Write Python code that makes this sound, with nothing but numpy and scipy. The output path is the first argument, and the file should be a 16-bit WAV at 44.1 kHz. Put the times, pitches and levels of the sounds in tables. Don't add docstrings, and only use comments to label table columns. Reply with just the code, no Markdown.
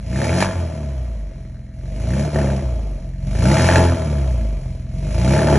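import sys
import numpy as np
from scipy import signal
from scipy.fft import rfft, irfft, next_fast_len
from scipy.io import wavfile
from scipy.ndimage import uniform_filter1d

SR = 44100
rng = np.random.default_rng(int(sys.argv[2]) if len(sys.argv) > 2 else 0)


def log_audio(samples):
    frames = np.atleast_2d(samples).T
    limited = np.clip(frames, -1, 1)
    pcm = np.round(limited * 32767).astype(np.int16)
    wavfile.write(sys.argv[1], SR, pcm)


N = 246078
T = np.arange(N) / SR
FFT_SIZE = next_fast_len(N + SR)
HZ = np.maximum(np.fft.rfftfreq(FFT_SIZE, 1 / SR), 1)

# f/Hz, width/Hz, lift/dB
PIPE_MODES = [(343, 30, 7), (548, 32, 5.5), (613, 30, 6), (645, 32, 9.5), (830, 50, 4), (885, 45, 6),
              (935, 35, 3), (1002, 35, 2), (1360, 50, 5), (1690, 180, 6.5), (2360, 130, 4.5),
              (3180, 150, 5)]


def boom(firings, firing_hz, state, coasting, trim_db):
    multiples = (.5, 1, 1.5, 2, 2.5, 3, 4, 5)
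    # cruise/dB, effort/(dB/dB), speed/(dB/oct), full pull/dB, coasting/dB
    laws = [(-32, 0.45, -5, -2, -2), (-20.4, 0.37, -0.3, 0.3, 2.4), (-27.3, 0.42, -2.5, 4, 0.5),
            (-25, 0.52, 1.5, 3, 1.5), (-36.5, 0.38, -2.5, 5, -2), (-24, 0.78, -8, 2, -4.5),
            (-37.8, 0.24, -10.5, 2, -2), (-31.5, 0.56, 4, -0.5, -8)]
    # f/Hz, level/dB
    standing_waves = [(39, -13), (44, 0), (48, 1.5), (62, 2.5), (70, -0.5), (76, -7.5), (85, 3.1),
                      (99, -5.5), (112, -0.5), (122, 2.5), (145, 2.5), (162, -10), (182, -2.5), (212, -1.5),
                      (235, -10.5), (258, -10.5), (300, -11.5), (342, -1.5), (385, -16), (450, -14)]
    waver_db, jitter_rad, coasting_turn_rad = .9, .12, 2.4
    out = 0
    for multiple, (*law, coasting_db) in zip(multiples, laws):
        line_hz = multiple * firing_hz
        db = law_db(state, *law) + coasting_db * coasting + over_hz(standing_waves, line_hz) + trim_db
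        rough = min(multiple, 3) * (1 - .2 * coasting)
        lag_s = .002 + .00005 * line_hz
        angle = 2 * np.pi * multiple * (firings - lag_s * firing_hz) + jitter_rad * rough * drift(27.7)
        line = (1 - coasting) * np.cos(angle) + coasting * np.cos(angle + coasting_turn_rad)
        out = out + np.sqrt(2) * from_db(db + waver_db * rough * drift(31.6)) * line
    return out


def drone(firings, state, trim_db):
    # f/Hz, level/dB
    spectrum = [(45, -30), (92, -7), (130, -3), (158, -15), (182, 0), (212, -5.5), (255, -11), (340, -22),
                (700, -51), (3000, -103)]
    db = law_db(state, cruise_db=-34.2, per_db=.32, per_oct=3.5, pull_db=1.5) + trim_db
    pulses = puffs(firings, uneven_db=2.5, scatter_db=2.5, turbulence=.9, decay_s=.007)
    return from_db(db) * steady(workshop(colour(pulses, spectrum), wet_db=-12))


def bark(firings, state, load, trim_db):
    # f/Hz, level/dB
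    spectrum = [(120, -55), (230, 6), (310, 0.5), (400, 2.5), (460, 0.5), (560, 2.5), (720, -3.5),
                (960, -17.5), (1200, -11.5), (2000, -47), (6000, -87)]
    db = law_db(state, cruise_db=-32.5, per_db=1.02, per_oct=-2.5, pull_db=1.94) + trim_db
    pulses = puffs(firings, uneven_db=5.5, scatter_db=3, turbulence=1, decay_s=.012)
    rung = colour(blurred(pulses, load), spectrum, PIPE_MODES)
    return from_db(db) * steady(workshop(rung, wet_db=-12.5))


def tailpipe_ring(firings, state, trim_db):
    # f/Hz, width/Hz, level/dB
    notes = [(614, 28, -7), (643, 26, 0)]
    resonance = sum(from_db(level) / (1 + 2j * (HZ - hz) / width) ** 2 for hz, width, level in notes)
    db = law_db(state, cruise_db=-32.6, per_db=.8, per_oct=1.5, pull_db=1) + trim_db
    pulses = puffs(firings, uneven_db=5, scatter_db=1.5, turbulence=.55, decay_s=.011)
    return from_db(db) * steady(workshop(filtered(pulses, resonance), wet_db=-1))


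def roar(firings, state, trim_db):
    # f/Hz, level/dB
    spectrum = [(450, -38.5), (690, -19), (780, -8), (900, -6), (1050, -24), (1400, -13), (2500, -49.5),
                (6000, -93)]
    db = law_db(state, cruise_db=-40.5, per_db=1.55, per_oct=-1.5, pull_db=4.5) + trim_db
    pulses = puffs(firings, uneven_db=4, scatter_db=1.5, turbulence=.7, decay_s=.008)
    return from_db(db) * steady(workshop(colour(pulses, spectrum, PIPE_MODES), wet_db=3.5))


def rasp(firings, load, db):
    # f/Hz, level/dB
    spectrum = [(400, -24.5), (750, -2.5), (1000, 20), (1450, 10.5), (2100, -4.5), (2600, -6.5), (3300, 7),
                (4200, -48), (8000, -42), (13000, -29)]
    pulses = puffs(firings, uneven_db=6, scatter_db=2.8, turbulence=.5, decay_s=.002)
    rung = colour(blurred(pulses, load), spectrum, PIPE_MODES)
    return from_db(db) * steady(workshop(rung, wet_db=-3))


def snaps(firings, state, trim_db):
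    # t/s, peak/dB, f/Hz
    hard = [(0.1278, -32, 1650), (0.1582, -23, 1700), (0.2161, -21, 1700), (0.2426, -23, 1750),
            (0.2818, -24, 2350), (0.2933, -19, 2250), (0.3287, -22, 1650), (0.4147, -15, 1700),
            (2.1047, -29, 1750), (2.1353, -26, 1650), (2.1948, -29, 1700), (2.3582, -19.5, 1650),
            (2.3859, -23, 1800), (2.4142, -24, 1600), (2.4709, -28, 1600), (2.5004, -28, 1550),
            (3.3524, -30, 1650), (3.4542, -21, 1450), (3.5151, -17, 1850), (3.5691, -16, 1700),
            (3.5819, -18, 1950), (3.5947, -16, 1750), (3.6077, -17, 1650), (3.6424, -17, 1650),
            (3.6879, -12, 1650), (3.6997, -13, 1750), (3.7337, -17, 1800), (3.7573, -15, 2400),
            (5.3362, -20, 1600), (5.3632, -18, 1600), (5.39, -16, 1650), (5.4303, -18, 1550),
            (5.4708, -18, 1700), (5.4847, -17, 1500), (5.5552, -18, 1700)]
    pitch_hz, pitch_spread, scatter_db, gap_s, attack_s = 1620, .1, 1.5, .006, .0013
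    peak_db = law_db(state, cruise_db=-34.5, per_db=1, per_oct=1, pull_db=4.5) + trim_db
    hard_s = np.array(hard)[:, 0]
    lesser = []
    for i in onsets(firings):
        louder, higher = rng.standard_normal(2)
        if np.abs(hard_s - T[i]).min() > gap_s:
            lesser.append((T[i], peak_db[i] + scatter_db * louder, pitch_hz * np.exp(pitch_spread * higher)))
    age = T[:SR // 50] / attack_s
    envelope = age ** 2 * np.exp(2 - 2 * age)
    glide = 1 + .1 * np.tanh(age - 1)
    out = np.zeros(N + SR)
    for s, db, hz in hard + lesser:
        chirp = np.sin(2 * np.pi * np.cumsum(hz * glide) / SR)
        start = int(s * SR)
        out[start:start + len(age)] += from_db(db) * envelope * chirp
    return workshop(out[:N], wet_db=-7)


def cracks(firings, state):
    # t/s, relative peak/dB
    bangs = [(0.4041, -15), (0.4249, -6), (3.4542, -18), (3.5693, -13), (3.688, -10.5), (3.7234, -13),
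             (3.7579, -4), (5.4706, -16), (5.527, -19)]
    # f/Hz, level/dB
    spectrum = [(250, -3), (600, 6), (1100, 0), (1650, 0), (2200, -3), (3100, -10), (5000, -16),
                (9000, -24), (12000, -42)]
    threshold_db, scatter_db, spray_decay_s, rebound_s = -40, 2, .003, .0012
    shock_db = law_db(state, cruise_db=-33, per_db=.85, per_oct=0, pull_db=4.3)
    at = onsets(firings / 2)
    peak_db = shock_db[at] + scatter_db * rng.standard_normal(len(at))
    fronts = np.zeros(N)
    fronts[at] = from_db(peak_db) * (peak_db > threshold_db)
    for s, db in bangs:
        fronts[int(s * SR)] = from_db(db)
    trail = signal.lfilter([1], [1, -np.exp(-1 / (spray_decay_s * SR))], fronts + 1e-18)
    spray = .12 * trail * rng.standard_normal(N)
    rebound = .7 * np.roll(fronts, int(rebound_s * SR))
    rung = colour(fronts + rebound + spray, spectrum, PIPE_MODES)
    impulse_peak = np.abs(colour(signal.unit_impulse(N), spectrum, PIPE_MODES)).max()
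    return from_db(3.5) * workshop(rung / impulse_peak, wet_db=-7.5)


def hiss(firings, state, load, trim_db):
    # f/Hz, level/dB
    spectrum = [(1200, -16), (2200, 17), (3600, 6.5), (4400, 12), (5600, 9.5), (7500, 8.5), (9300, 2),
                (10600, 9), (11400, -16.5), (12500, -20)]
    db = law_db(state, cruise_db=-43, per_db=.8134, per_oct=-.5, pull_db=5) + trim_db
    spits = puffs(firings, uneven_db=3, scatter_db=2, turbulence=8, decay_s=.012)
    jet = colour(blurred(spits, .85 * load), spectrum)
    return from_db(db) * steady(workshop(jet, wet_db=-6))


def valves(firings, firing_hz):
    # f/Hz, level/dB
    spectrum = [(900, 15), (1700, 35), (2250, 30.5), (3000, -39), (4100, 30), (6000, -47), (12000, -57)]
    gain = from_db(-60.5) * firing_hz / 45
    ticks = puffs(2 * firings, uneven_db=4, scatter_db=3.5, turbulence=6, decay_s=.006)
    return gain * steady(workshop(colour(ticks, spectrum), wet_db=-7))


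def workshop(x, wet_db):
    # f/Hz, level/dB
    width = [(180, -35), (330, -3), (700, -6), (1200, -11), (1900, -20), (3000, -11), (10000, -10)]
    room_t60_s, early_t60_s, early_db = .49, .035, 10
    t = T[:SR]
    decay = from_db(-60 * t / room_t60_s) + from_db(early_db - 60 * t / early_t60_s)
    tail = rng.standard_normal((2, SR)) * decay * (t > .003)
    mid, side = rfft(from_db(wet_db) * tail / np.sqrt(np.sum(tail[0] ** 2)), FFT_SIZE)
    return filtered(x, 1 + mid) + filtered(x, side * from_db(over_hz(width))) * [[1], [-1]]


def crankshaft(firing_hz):
    hard_s = (0.2161, 0.425, 2.1353, 2.4142, 3.4545, 3.7573, 5.3632, 5.5552)
    firings = np.cumsum(firing_hz) / SR
    slip = np.unwrap(-np.interp(hard_s, T, firings), period=2)
    return firings + np.interp(T, hard_s, slip)


def onsets(count):
    return np.flatnonzero(np.diff(np.floor(count)) > 0)


def puffs(firings, uneven_db, scatter_db, turbulence, decay_s):
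    at = onsets(firings)
    clicks = np.zeros(N)
    clicks[at] = from_db(uneven_db * (np.floor(firings[at]) % 2) + scatter_db * rng.standard_normal(len(at)))
    pole = np.exp(-1 / (decay_s * SR))
    burst = signal.lfilter([np.sqrt(1 - pole ** 2)], [1, -pole], clicks)
    return clicks + turbulence * burst * rng.standard_normal(N)


def blurred(pulses, load):
    return load * steady(pulses) + (1 - load) * rng.standard_normal(N)


def law_db(state, cruise_db, per_db, per_oct, pull_db):
    effort_db, speed_oct, pull = state
    return cruise_db + per_db * effort_db + per_oct * speed_oct + pull_db * pull


def from_db(db):
    return 10 ** (np.asarray(db) / 20)


def over_hz(points, at=HZ):
    hz, value = np.transpose(points)
    return np.interp(np.log(at), np.log(hz), value)


def filtered(x, response):
    return irfft(rfft(x, FFT_SIZE) * response, FFT_SIZE)[..., :N]


def colour(x, spectrum, modes=()):
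    db = over_hz(spectrum) + sum(lift / (1 + (2 * (HZ - hz) / width) ** 2) for hz, width, lift in modes)
    cepstrum = irfft(np.log(from_db(db)), FFT_SIZE)
    cepstrum[1:FFT_SIZE // 2] *= 2
    cepstrum[FFT_SIZE // 2 + 1:] = 0
    return filtered(x, np.exp(rfft(cepstrum)))


def drift(rate_hz):
    grid = np.arange(0, N + SR, 50)
    hz = np.fft.rfftfreq(len(grid), grid[1] / SR)
    slow = irfft(rfft(rng.standard_normal(len(grid))) / (1 + (hz / rate_hz) ** 4), len(grid))
    return np.interp(np.arange(N), grid, slow / np.sqrt(np.mean(slow ** 2)))


def steady(x):
    power = np.mean(np.atleast_2d(x) ** 2, axis=0)
    for _ in range(2):
        power = uniform_filter1d(power, size=3300)
    return x / np.sqrt(np.maximum(power, 1e-12))


def held(rows):
    s, *columns = np.transpose(rows)
    current = np.searchsorted(s[1:], T)
    return [uniform_filter1d(c[current], size=SR // 10) for c in columns]


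def swells(rows):
    return sum(np.outer(heights, np.exp(-((T - s) / half_s) ** 2)) for s, half_s, *heights in rows)


def scene():
    # t/s, firing rate/Hz
    speed = [(0.0, 50.6), (0.09, 59.4), (0.34, 88.3), (0.42, 97.2), (0.57, 86.6), (1.06, 58.5),
             (1.33, 44.0), (1.75, 39.9), (1.96, 50.1), (2.16, 66.3), (2.25, 72.8), (2.61, 66.0),
             (2.84, 51.6), (3.0, 44.7), (3.23, 44.9), (3.36, 53.8), (3.56, 74.9), (3.67, 87.7), (3.9, 85.0),
             (4.43, 53.8), (4.63, 43.9), (4.91, 41.6), (5.1, 51.1), (5.33, 70.4), (5.41, 75.9),
             (5.58, 68.8)]
    # t/s, level/dB
    effort = [(0.02, -53), (0.11, -41.5), (0.22, -27.5), (0.33, -28.5), (0.39, -26.5), (0.5, -24),
              (0.66, -34), (0.95, -41), (1.3, -49.5), (1.72, -59.5), (1.96, -45), (2.21, -31),
              (2.275, -31.5), (2.315, -33.5), (2.36, -25.5), (2.52, -30), (2.63, -35), (2.95, -45.5),
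              (3.17, -54.5), (3.36, -36.5), (3.5, -23.5), (3.65, -24), (3.78, -17), (3.97, -27),
              (4.35, -36), (4.62, -43.5), (4.88, -52.5), (5.1, -38.5), (5.34, -23.5), (5.56, -17.5)]
    # start/s, end/s
    fuel_cuts = [(0.53, 1.335), (2.62, 3.0), (3.975, 4.615)]
    # start/s, boom/dB, drone/dB, bark/dB, rasp/dB, hiss/dB
    blips = [(0.0, -3, 1, 4, -0.8, 2.5), (1.606, -1, 1.1, 6, -1.6, 3), (3.15, 0.45, 4, 3, -0.2, 3.5),
             (4.84, 0, 2, 4, -1.5, 3.5)]
    # centre/s, half length/s, rasp/dB, hiss/dB
    flares = [(0.427, 0.042, 8, 10.5), (3.7, 0.11, 4.5, 5)]
    # centre/s, half length/s, boom/dB, pipe/dB
    pedal_lifts = [(0.53, 0.07, -2, -6), (2.31, 0.024, -7, -3)]
    cruise_hz, cruise_effort_db, full_pull_hz_per_s, cut_fade_s = 60, -30, 100, .022
    firing_hz = np.interp(T, *np.transpose(speed))
    effort_db = np.interp(T, *np.transpose(effort))
    firings = crankshaft(firing_hz)
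    pull = uniform_filter1d(np.gradient(firing_hz) * SR, size=SR // 10) / full_pull_hz_per_s
    state = (effort_db - cruise_effort_db, np.log2(firing_hz / cruise_hz), pull)
    coasting = sum(np.tanh((T - start) / cut_fade_s) - np.tanh((T - end) / cut_fade_s)
                   for start, end in fuel_cuts) / 2
    blip_boom_db, blip_drone_db, blip_bark_db, blip_rasp_db, blip_hiss_db = held(blips)
    flare_rasp_db, flare_hiss_db = swells(flares)
    dip_boom_db, dip_pipe_db = swells(pedal_lifts)
    rasp_db = law_db(state, cruise_db=-42.5, per_db=.93, per_oct=3.5, pull_db=1.5) + blip_rasp_db
    load = np.clip(.88 + (rasp_db + 40) / 55, .5, .92) * (1 - .15 * coasting)
    return (boom(firings, firing_hz, state, coasting, blip_boom_db + dip_boom_db)
            + drone(firings, state, blip_drone_db + dip_boom_db - 1.5 * coasting)
            + bark(firings, state, load, blip_bark_db + dip_pipe_db)
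            + tailpipe_ring(firings, state, dip_pipe_db)
            + roar(firings, state, blip_rasp_db)
            + rasp(firings, load, rasp_db + flare_rasp_db)
            + hiss(firings, state, load, blip_hiss_db + flare_hiss_db)
            + valves(firings, firing_hz)
            + snaps(firings, state, blip_rasp_db - 10 * coasting)
            + cracks(firings, state))


def record(dry):
    # f/Hz, phase/rad
    port_phase = [(20, 0), (220, 0), (350, -.45), (1000, -.45), (1600, 0), (2200, 0), (3000, .7),
                  (3600, .5), (4200, 1.6), (4850, 3.14), (5400, 5.5), (6200, 6.4), (7300, 7.9), (8400, 9.2),
                  (9300, 9.6), (10000, 11.4)]
    low_cut_hz, high_cut_hz, overload = 35, 12200, .9
    turn = np.exp(.5j * over_hz(port_phase) * [[1], [-1]])
    heard = filtered(dry, turn / np.sqrt(1 + (low_cut_hz / HZ) ** 12))
    clipped = heard / (1 + np.abs(heard / overload) ** 4) ** (1 / 4)
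    return signal.sosfilt(signal.ellip(10, .1, 80, high_cut_hz, fs=SR, output="sos"), clipped)


dry = scene()
out = record(dry)
log_audio(out)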